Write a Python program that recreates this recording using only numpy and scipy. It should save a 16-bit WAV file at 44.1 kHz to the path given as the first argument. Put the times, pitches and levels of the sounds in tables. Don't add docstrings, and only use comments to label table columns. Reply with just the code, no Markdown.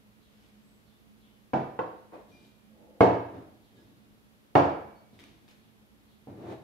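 import sys
import numpy as np
from scipy import signal
from scipy.fft import rfft, irfft, next_fast_len
from scipy.io import wavfile
from scipy.ndimage import map_coordinates

SR = 44100
rng = np.random.default_rng(int(sys.argv[2]) if len(sys.argv) > 2 else 0)


def wav_out(sig):
    wavfile.write(sys.argv[1], SR, np.round(np.clip(np.atleast_2d(sig).T, -1, 1) * 32767).astype(np.int16))


N = 292383
T = np.arange(N) / SR
AGE = np.arange(SR) / SR

SPOTS = ["front right", "front right rim", "back left", "back right"]
# start in seconds, spot, gain in dB, bass gain in dB, contact
# corner in Hz, settling delay in seconds, settling blow in dB, attack gain in dB, clack delay in
# seconds, clack gain in dB. Levels in all tables are relative.
IMPACTS = [(1.534, "front right", -15, 0.5, 3470, .005, -11, -1.5, 0.00087, -1),
           (1.7902, "front right rim", -19, -10.5, 2600, .006, -13, -2, 0.0011, 5.5),
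           (2.122, "front right rim", -38, -4, 3200, .0036, -15, -11, 0.011, -6),
           (3.0074, "back left", -2.5, -5.5, 3052, .0028, -3, 5, .002, -2.5),
           (4.5536, "back right", -1.5, -4.5, 3196, .0055, -2.5, 2.5, .001, 3.5),
           (6.272, "front right", -35, 1, 600, .005, -10, 3.5, .001, -14.5)]
# frequency in Hz, then level in dB for a blow at each spot.
TOP_MODES = [(56, -44, -43, -45, -46), (84, -39, -32, -29, -29), (100, -41, -39, -27, -30),
             (116, -32, -25, -15, -33), (135, -18, -26, -33, -25), (155, -23, -33, -33, -26),
             (171, -39, -22, -23, -43), (190, -21, -37, -20, -30), (224, -17, -28, -31, -40),
             (264, -22, -38, -21, -39), (285, -27, -24, -18, -18), (306, -27, -23, -20, -36),
             (327, -19, -17, -36, -26), (343, -25, -24, -22, -22), (365, -24, -26, -34, -24),
             (378, -47, -38, -27, -40), (405, -24, -30, -24, -40), (418, -28, -29, -19, -36),
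             (436, -25, -18, -22, -24), (450, -39, -20, -22, -32), (467, -35, -32, -33, -27),
             (482, -25, -22, -16, -27), (497, -22, -18, -25, -29), (515, -26, -14, -33, -25),
             (560, -32, -31, -20, -22), (575, -30, -23, -30, -24), (608, -29, -22, -23, -37),
             (626, -20, -29, -34, -31), (647, -25, -30, -23, -24), (666, -19, -25, -16, -22),
             (683, -22, -33, -20, -24), (705, -23, -30, -32, -26), (721, -23, -20, -20, -22),
             (740, -34, -21, -24, -22), (761, -13, -19, -37, -25), (780, -22, -29, -25, -37),
             (797, -36, -37, -30, -29), (818, -27, -32, -37, -26), (834, -21, -26, -24, -23),
             (865, -33, -29, -21, -26), (897, -20, -23, -19, -27), (914, -22, -20, -26, -28),
             (942, -34, -21, -25, -23), (989, -19, -22, -21, -28), (1035, -27, -24, -41, -26),
             (1090, -44, -20, -33, -29), (1119, -36, -21, -35, -32), (1250, -42, -39, -39, -30)]
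# frequency in Hz, level in dB.
TOP_SPECTRUM = [(30, -48), (52, -22), (64, -23.5), (80, -8.5), (115, -10.5), (155, -6.5), (220, -10),
                (300, -6), (700, -4), (950, -5.5), (1150, -9), (1400, -13), (1650, -13), (1950, -18),
                (2300, -19), (3500, -24), (6500, -29), (9000, -34), (15000, -28)]
# frequency in Hz, t60 in seconds, then level in dB at each spot.
FLEX_MODES = [(114, 0.089, -36, -44, -17, -20.5), (156.8, 0.03, -18, -38, -20.5, -21),
              (300, 0.034, -10, -7, -17.5, -26), (495, 0.045, -5, 0.5, -10.5, -15),
              (748, 0.028, -5, -27, -11.5, -8.5), (880, .04, -26, 2.5, -15.5, -23)]
GLASS_MODES = {"front right": [(1390, -25, 0.24), (1532, -29.5, 0.32), (1610, -26, 0.15), (1680, -39, 0.33),
               (2300, -16.5, 0.022), (2500, -37, .025), (2580, -23, 0.029), (2910, -28, 0.039),
               (4400, -37, 0.03)], "front right rim": [(1058, -23.5, 0.31), (1380, -23.5, .11),
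               (1476, -19.5, 0.062), (1685, -37, 0.31), (2005, -30, 0.078), (2630, -36, 0.052),
               (2700, -35, 0.036), (3080, -36, 0.046), (3660, -41, 0.035)], "back left": [(1112, -23, .08),
               (1278, -24, .09), (1400, -24, 0.025), (1620, -19, 0.051), (2175, -23.5, 0.13),
               (2290, -29, 0.038), (2710, -37.5, 0.027), (3180, -34, .04), (3920, -38.5, 0.036)],
               "back right": [(1212, -17, 0.019), (1295, -22.5, .06), (1350, -34, 0.042),
               (1665, -32, 0.089), (1880, -33.5, 0.14), (2200, -28.5, 0.04), (2800, -31, 0.018),
               (3660, -44, .02), (4430, -42, 0.02)]}
# start in seconds, frequency in Hz, level in dB, t60 in seconds.
ROCKS = [(3.031, 363, -9, 0.038), (4.584, 327, -9, 0.044)]
# start, swell and release in seconds, body level in dB,
# grit level in dB, bass gain in dB.
RUBS = [(2.112, 0.03, 0.097, -42, -68, -8), (2.259, 0.04, 0.15, -66.5, -70, 15.5),
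        (2.28, 0.17, 0.12, -65.5, -66, 7), (3.27, .09, 0.15, -46.5, -71.5, 8.5),
        (3.68, 0.1, 0.4, -66, -71.5, 15), (5.11, 0.024, 0.58, -65, -70, 15),
        (6.265, 0.013, 0.29, -51, -74, 14.5), (6.365, 0.16, 0.052, -38.5, -59.5, 0)]
# frequency in Hz, level in dB.
RUB_SPECTRUM = [(35, -31.5), (65, -17.5), (100, 0.5), (170, -6.5), (320, 4), (550, -3), (850, -4),
                (1300, -15.5), (2500, -22), (6000, -64.5)]
GRIT_SPECTRUM = [(600, -31), (1500, -2.5), (2200, -6), (3600, 5), (5000, -5), (8000, -10.5), (15000, -20.5)]
# centre in Hz, width in Hz, level in dB.
SKIM_RESONANCES = [(308, 56, -1), (510, 110, -1.5), (655, 150, -9.5), (850, 73, -6)]
# start in seconds, frequency in Hz, level in dB, t60 in seconds.
CLINKS = [(2.31, 5798, -66, .35), (2.312, 2406, -59, 1.0), (2.335, 4850, -65.5, .35),
          (3.752, 3661, -67, .4), (3.772, 1669, -64, .45), (3.79, 5168, -71, .3), (4.6, 2277, -58.5, 1.4),
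          (4.6, 4420, -70, 1.2), (4.955, 4450, -64.5, .35)]
# start in seconds, level in dB.
TAPS = [(5.1905, -46.5), (5.1975, -52.5), (5.203, -50.5), (5.48, -55.5)]
# frequency in Hz, level in dB.
TAP_SPECTRUM = [(600, -16), (1500, -11), (2080, 5), (2800, -10), (3500, 6.5), (4000, -10), (4450, 0),
                (5000, -14), (6300, -15), (9000, -22), (15000, -25)]
# start in seconds, level in dB, rise and t60 in seconds, treble in dB.
SWISHES = [(.15, -72, 0.29, 1.2, 1), (5.191, -60, 0.011, 0.47, -1), (5.473, -59.5, 0.019, 0.16, 1.5)]
# frequency in Hz, level in dB.
SWISH_SPECTRUM = [(600, -3.5), (1400, -5.5), (2200, -2), (3500, -3.5), (5000, -9), (8000, -17.5),
                  (15000, -24.5)]
# start in seconds, final pitch in Hz, level in dB.
CHIRPS = [(0.193, 3150, -70), (.845, 3340, -70), (1.199, 2970, -67), (3.608, 3190, -71), (5.59, 3000, -74),
          (6.054, 3270, -71)]
# length in seconds, pitch at both ends in Hz, arch height in Hz, level in dB.
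WHISTLE = (0.215, 7247, 849, -81.5)
# frequency in Hz, level in dB.
HUM = [(113.0, -73.5), (209.9, -73), (285.3, -76.5), (349.9, -83), (436.0, -80.5)]
# frequency in Hz, level in dB.
FLOOR_SPECTRUM = [(15, -58), (25, -36.5), (48, -7), (107, -14.5), (169, -11), (193, -12.5), (213, 3),
                  (240, -14.5), (285, -15.5), (359, -17), (704, -23), (3630, -29.5), (5200, -35),
                  (8500, -39), (12200, -33), (13500, -38), (15600, -43)]
# frequency in Hz, left-right correlation.
FLOOR_COHERENCE = [(60, 0.0023), (180, 0.11), (550, 0.39), (1650, -0.44), (4970, -0.011), (15000, -0.32)]
ROOM_COHERENCE = [(100, 1), (300, 0.75), (500, 0.71), (750, 0.24), (1000, -0.25), (1400, -0.027),
                  (2000, 0.15)]
# frequency in Hz, t60 (the time to fall by 60 dB) in seconds.
ROOM_T60 = [(60, 1), (160, .64), (420, 0.72), (1100, 0.68), (2900, 0.61), (7700, 0.48), (14000, 0.27)]


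def knocks(early_t60=0.049, shelf_hz=260):
    out = np.zeros((2, N))
    for start, spot, db, bass_db, corner_hz, settle_s, settle_db, attack_db, clack_s, clack_db in IMPACTS:
        early = stereo_noise(ROOM_COHERENCE, SR) * amp(-60 * AGE / early_t60)
        early /= np.linalg.norm(early[0])
        blow = amp(attack_db + 15) * early + amp(31) * room_tail()
        colour = lambda hz: causal(amp(along(TOP_SPECTRUM, hz)) * ripple(hz, width_hz=91, depth_db=2.5))
        boom = filtered(blow, colour) + amp(1) * top_modes(spot)
        boom += amp(attack_db) * thump(spot, settle_s, settle_db)
        contact = lambda hz: causal(amp(bass_db / (1 + (hz / shelf_hz) ** 2)) / (1 + (hz / corner_hz) ** 2))
        add(out, start, amp(db) * filtered(boom, contact))
        add(out, start + clack_s, amp(db + clack_db) * clack(spot))
    return out


def top_modes(spot, t60_share=0.73, build_s=0.0023, beat_depth=0.28, beat_hz=6):
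    rows = np.array(TOP_MODES)
    hz, db = rows[:, :1], rows[:, 1 + SPOTS.index(spot), None]
    phase, skew = rng.uniform(-np.pi, np.pi, (2, *hz.shape))
    spread = np.sign(skew) * stereo_angle(ROOM_COHERENCE, hz)
    envelope = decay(db, t60_share * along(ROOM_T60, hz)) * onset(build_s)
    offset_hz = rng.normal(0, beat_hz, hz.shape)
    lag = rng.uniform(0, 2 * np.pi, hz.shape)
    beating = 1 + beat_depth * np.exp(1j * (2 * np.pi * offset_hz * AGE + lag))
    ring = envelope * np.exp(1j * (2 * np.pi * hz * AGE + phase)) * beating
    return np.array([np.sum(ring * np.exp(1j * side * spread), axis=0).imag for side in (1, -1)])


def thump(spot, settle_s, settle_db, cutoff_hz=95):
    hz, t60, *spot_db = np.transpose(FLEX_MODES)[:, :, None]
    spread = stereo_angle(ROOM_COHERENCE, hz)
    envelope = decay(spot_db[SPOTS.index(spot)], t60) * onset(0.0001)
    phase = 2 * np.pi * hz * AGE
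    flex = np.array([-np.sum(envelope * np.sin(phase + side * spread), axis=0) for side in (1, -1)])
    settling = lambda f: 1 + amp(settle_db) * np.exp(-2j * np.pi * f * settle_s)
    radiation = lambda f: causal(f ** 3 / np.hypot(f ** 3, cutoff_hz ** 3))
    return filtered(flex, lambda f: settling(f) * radiation(f))


def clack(spot, burst_t60=0.037):
    ring = sum(decay(db, t60) * np.sin(2 * np.pi * (hz * AGE + rng.random()))
               for hz, db, t60 in GLASS_MODES[spot])
    ring *= onset(0.00045)
    burst = ring * decay(0, burst_t60)
    return ring + signal.fftconvolve(burst[None], room_tail(), axes=1)[:, :SR]


def rocks(ramp_s=0.0074):
    thuds = np.zeros(N)
    for start, hz, db, t60 in ROCKS:
        add(thuds, start, decay(db, t60) * AGE / ramp_s * np.sin(2 * np.pi * hz * AGE))
    return thuds + amp(-12) * in_room(thuds, direct_db=-29.5)


def rubs(shelf_hz=330):
    body = filtered(coloured_noise(RUB_SPECTRUM), lambda hz: ripple(hz, width_hz=87, depth_db=0.5))
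    grit = coloured_noise(GRIT_SPECTRUM)
    rub = np.zeros((2, N))
    for start, swell_s, release_s, body_db, grit_db, bass_db in RUBS:
        envelope = stroke(start, swell_s, release_s)
        rub += filtered(envelope * body, lambda hz: amp(body_db + bass_db / (1 + (hz / shelf_hz) ** 4)))
        rub += amp(grit_db) * envelope * grit
    return amp(-2) * rub + amp(-6) * in_room(rub[0], direct_db=-18)


def skim():
    hollow = lambda hz: sum(amp(db) / (1 + (2 * (hz - centre) / width) ** 2)
                            for centre, width, db in SKIM_RESONANCES)
    rush = unit_rms(filtered(stereo_noise(ROOM_COHERENCE, N), hollow))
    return amp(-57.5) * stroke(start=2.68, swell_s=0.13, release_s=1) * rush


def clinks(split_hz=6, twin_gain=0.25):
    ring = np.zeros(N)
    for start, hz, db, t60 in CLINKS:
        pair = np.sin(2 * np.pi * hz * AGE) + twin_gain * np.sin(2 * np.pi * (hz + split_hz) * AGE)
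        add(ring, start, decay(db, t60) * onset(0.0095) * pair)
    return amp(-10) * in_room(ring, direct_db=5.5)


def taps(t60=0.015):
    ticks = np.zeros(N)
    for start, db in TAPS:
        burst = unit_rms(filtered(rng.standard_normal(SR), lambda hz: amp(along(TAP_SPECTRUM, hz))))
        add(ticks, start, burst * decay(db, t60))
    return in_room(ticks, direct_db=-0.5)


def swishes(grain_db=4.5, shelf_hz=4200):
    hiss = unit_rms(amp(grain_db * wobble(400))) * coloured_noise(SWISH_SPECTRUM)
    rustle = np.zeros((2, N))
    for start, db, rise_s, t60, treble_db in SWISHES:
        rise = np.clip((T - start) / rise_s, 0, 1)
        fall = amp(db - 60 * np.maximum(T - start - rise_s, 0) / t60)
        shelf = lambda hz: amp(treble_db * hz ** 4 / (hz ** 4 + shelf_hz ** 4))
        rustle += filtered(rise * fall * hiss, shelf)
    return amp(-0.5) * (rustle + in_room(rustle[0], direct_db=-29))


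def chirps(chirp_s=0.11, overshoot=0.46):
    falling, arching = np.zeros((2, N))
    progress = np.clip(AGE / chirp_s, 0, 1)
    for start, final_hz, db in CHIRPS:
        pitch = final_hz * (1 + overshoot * (1 - progress) ** 2)
        add(falling, start, amp(db) * glide(pitch, progress, jitter_hz=380))
    length_s, end_hz, arch_hz, db = WHISTLE
    progress = np.clip(AGE / length_s, 0, 1)
    pitch = end_hz + arch_hz * np.sin(np.pi * progress)
    add(arching, start=0.6, sound=amp(db) * glide(pitch, progress, jitter_hz=120))
    return in_room(falling, direct_db=-6) + in_room(arching, direct_db=5)


def glide(hz, progress, jitter_hz):
    phase = 2 * np.pi * np.cumsum(hz + jitter_hz * wobble(900)[:SR]) / SR
    return np.sin(np.pi * progress) * np.sin(phase)


def background(drift_rad=0.73):
    hum = sum(amp(db) * np.sqrt(2) * np.sin(2 * np.pi * hz * T + drift_rad * wobble(7.3))
              for hz, db in HUM)
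    floor = amp(-61) * coloured_noise(FLOOR_SPECTRUM, FLOOR_COHERENCE)
    return panned(floor + amp(-1) * hum, [(300, -3.5), (2000, -1), (8000, -0.5), (14000, 5.5)])


def room_tail():
    hz, t, spectra = signal.stft(stereo_noise(ROOM_COHERENCE, SR), SR, nperseg=256)
    spectra *= amp(-60 * t / along(ROOM_T60, hz)[:, None])
    tail = signal.istft(spectra, SR, nperseg=256)[1][:, :SR]
    return tail / np.sqrt(np.sum(tail ** 2) / 2)


def in_room(x, direct_db):
    return amp(direct_db) * x + signal.fftconvolve(x[None], room_tail(), axes=1)[:, :N]


def ripple(hz, width_hz, depth_db):
    knots = rng.standard_normal(SR // 8)
    return amp(depth_db * hz / (hz + 500) * map_coordinates(knots, [hz / width_hz], mode="mirror"))


def stroke(start, swell_s, release_s, range_db=20, edge_s=0.025):
    end = start + swell_s + release_s
    pressure = np.interp(T, [start, start + swell_s, end], [0, 1, 0])
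    return amp(range_db * (pressure - 1)) * np.clip(np.minimum(T - start, end - T) / edge_s, 0, 1)


def stereo_angle(coherence, hz):
    return np.arccos(np.clip(along(coherence, hz), -1, 1)) / 2


def stereo_noise(coherence, size):
    angle = lambda hz: stereo_angle(coherence, hz)
    weights = lambda hz: np.array([np.cos(angle(hz)), np.sin(angle(hz))])
    mid, side = filtered(rng.standard_normal((2, size)), weights)
    return np.array([mid + side, mid - side])


def coloured_noise(spectrum, coherence=ROOM_COHERENCE):
    return unit_rms(filtered(stereo_noise(coherence, N), lambda hz: amp(along(spectrum, hz))))


def panned(x, balance):
    return filtered(x, lambda hz: amp(np.outer([.5, -.5], along(balance, hz))))


def filtered(x, response):
    size = next_fast_len(x.shape[-1] + 8192)
    return irfft(rfft(x, size) * response(np.fft.rfftfreq(size, 1 / SR)), size)[..., :x.shape[-1]]


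def causal(gain):
    cepstrum = irfft(np.log(np.maximum(gain, 1e-6)))
    half = len(cepstrum) // 2
    return np.exp(rfft(np.r_[cepstrum[0], 2 * cepstrum[1:half], cepstrum[half], np.zeros(half - 1)]))


def decay(db, t60):
    return amp(db - 60 * AGE / t60)


def onset(rise_s):
    return 1 - np.exp(-AGE / rise_s)


def wobble(rate):
    return map_coordinates(rng.standard_normal(int(N * rate / SR) + 4), [T * rate])


def along(points, hz):
    knots_hz, values = np.transpose(points)
    return np.interp(np.log(hz + 1), np.log(knots_hz + 1), values)


def amp(db):
    return 10 ** (np.asarray(db) / 20)


def unit_rms(x):
    return x / np.sqrt(np.mean(x ** 2) + 1e-20)


def add(track, start, sound):
    first = round(start * SR)
    part = sound[..., :N - first]
    track[..., first:first + part.shape[-1]] += part


def scene():
    balance = [(300, -0.5), (500, 0.5), (720, -3), (1100, -2)]
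    tumblers = panned(knocks(), balance) + rocks() + rubs() + skim() + clinks()
    return tumblers + taps() + swishes() + chirps() + background()


def record(dry, ceiling=0.82, top_hz=15720):
    rounded = dry / (1 + np.abs(dry / ceiling) ** 4) ** (1 / 4)
    return filtered(rounded, lambda hz: hz < top_hz)


dry = scene()
out = record(dry)
wav_out(out)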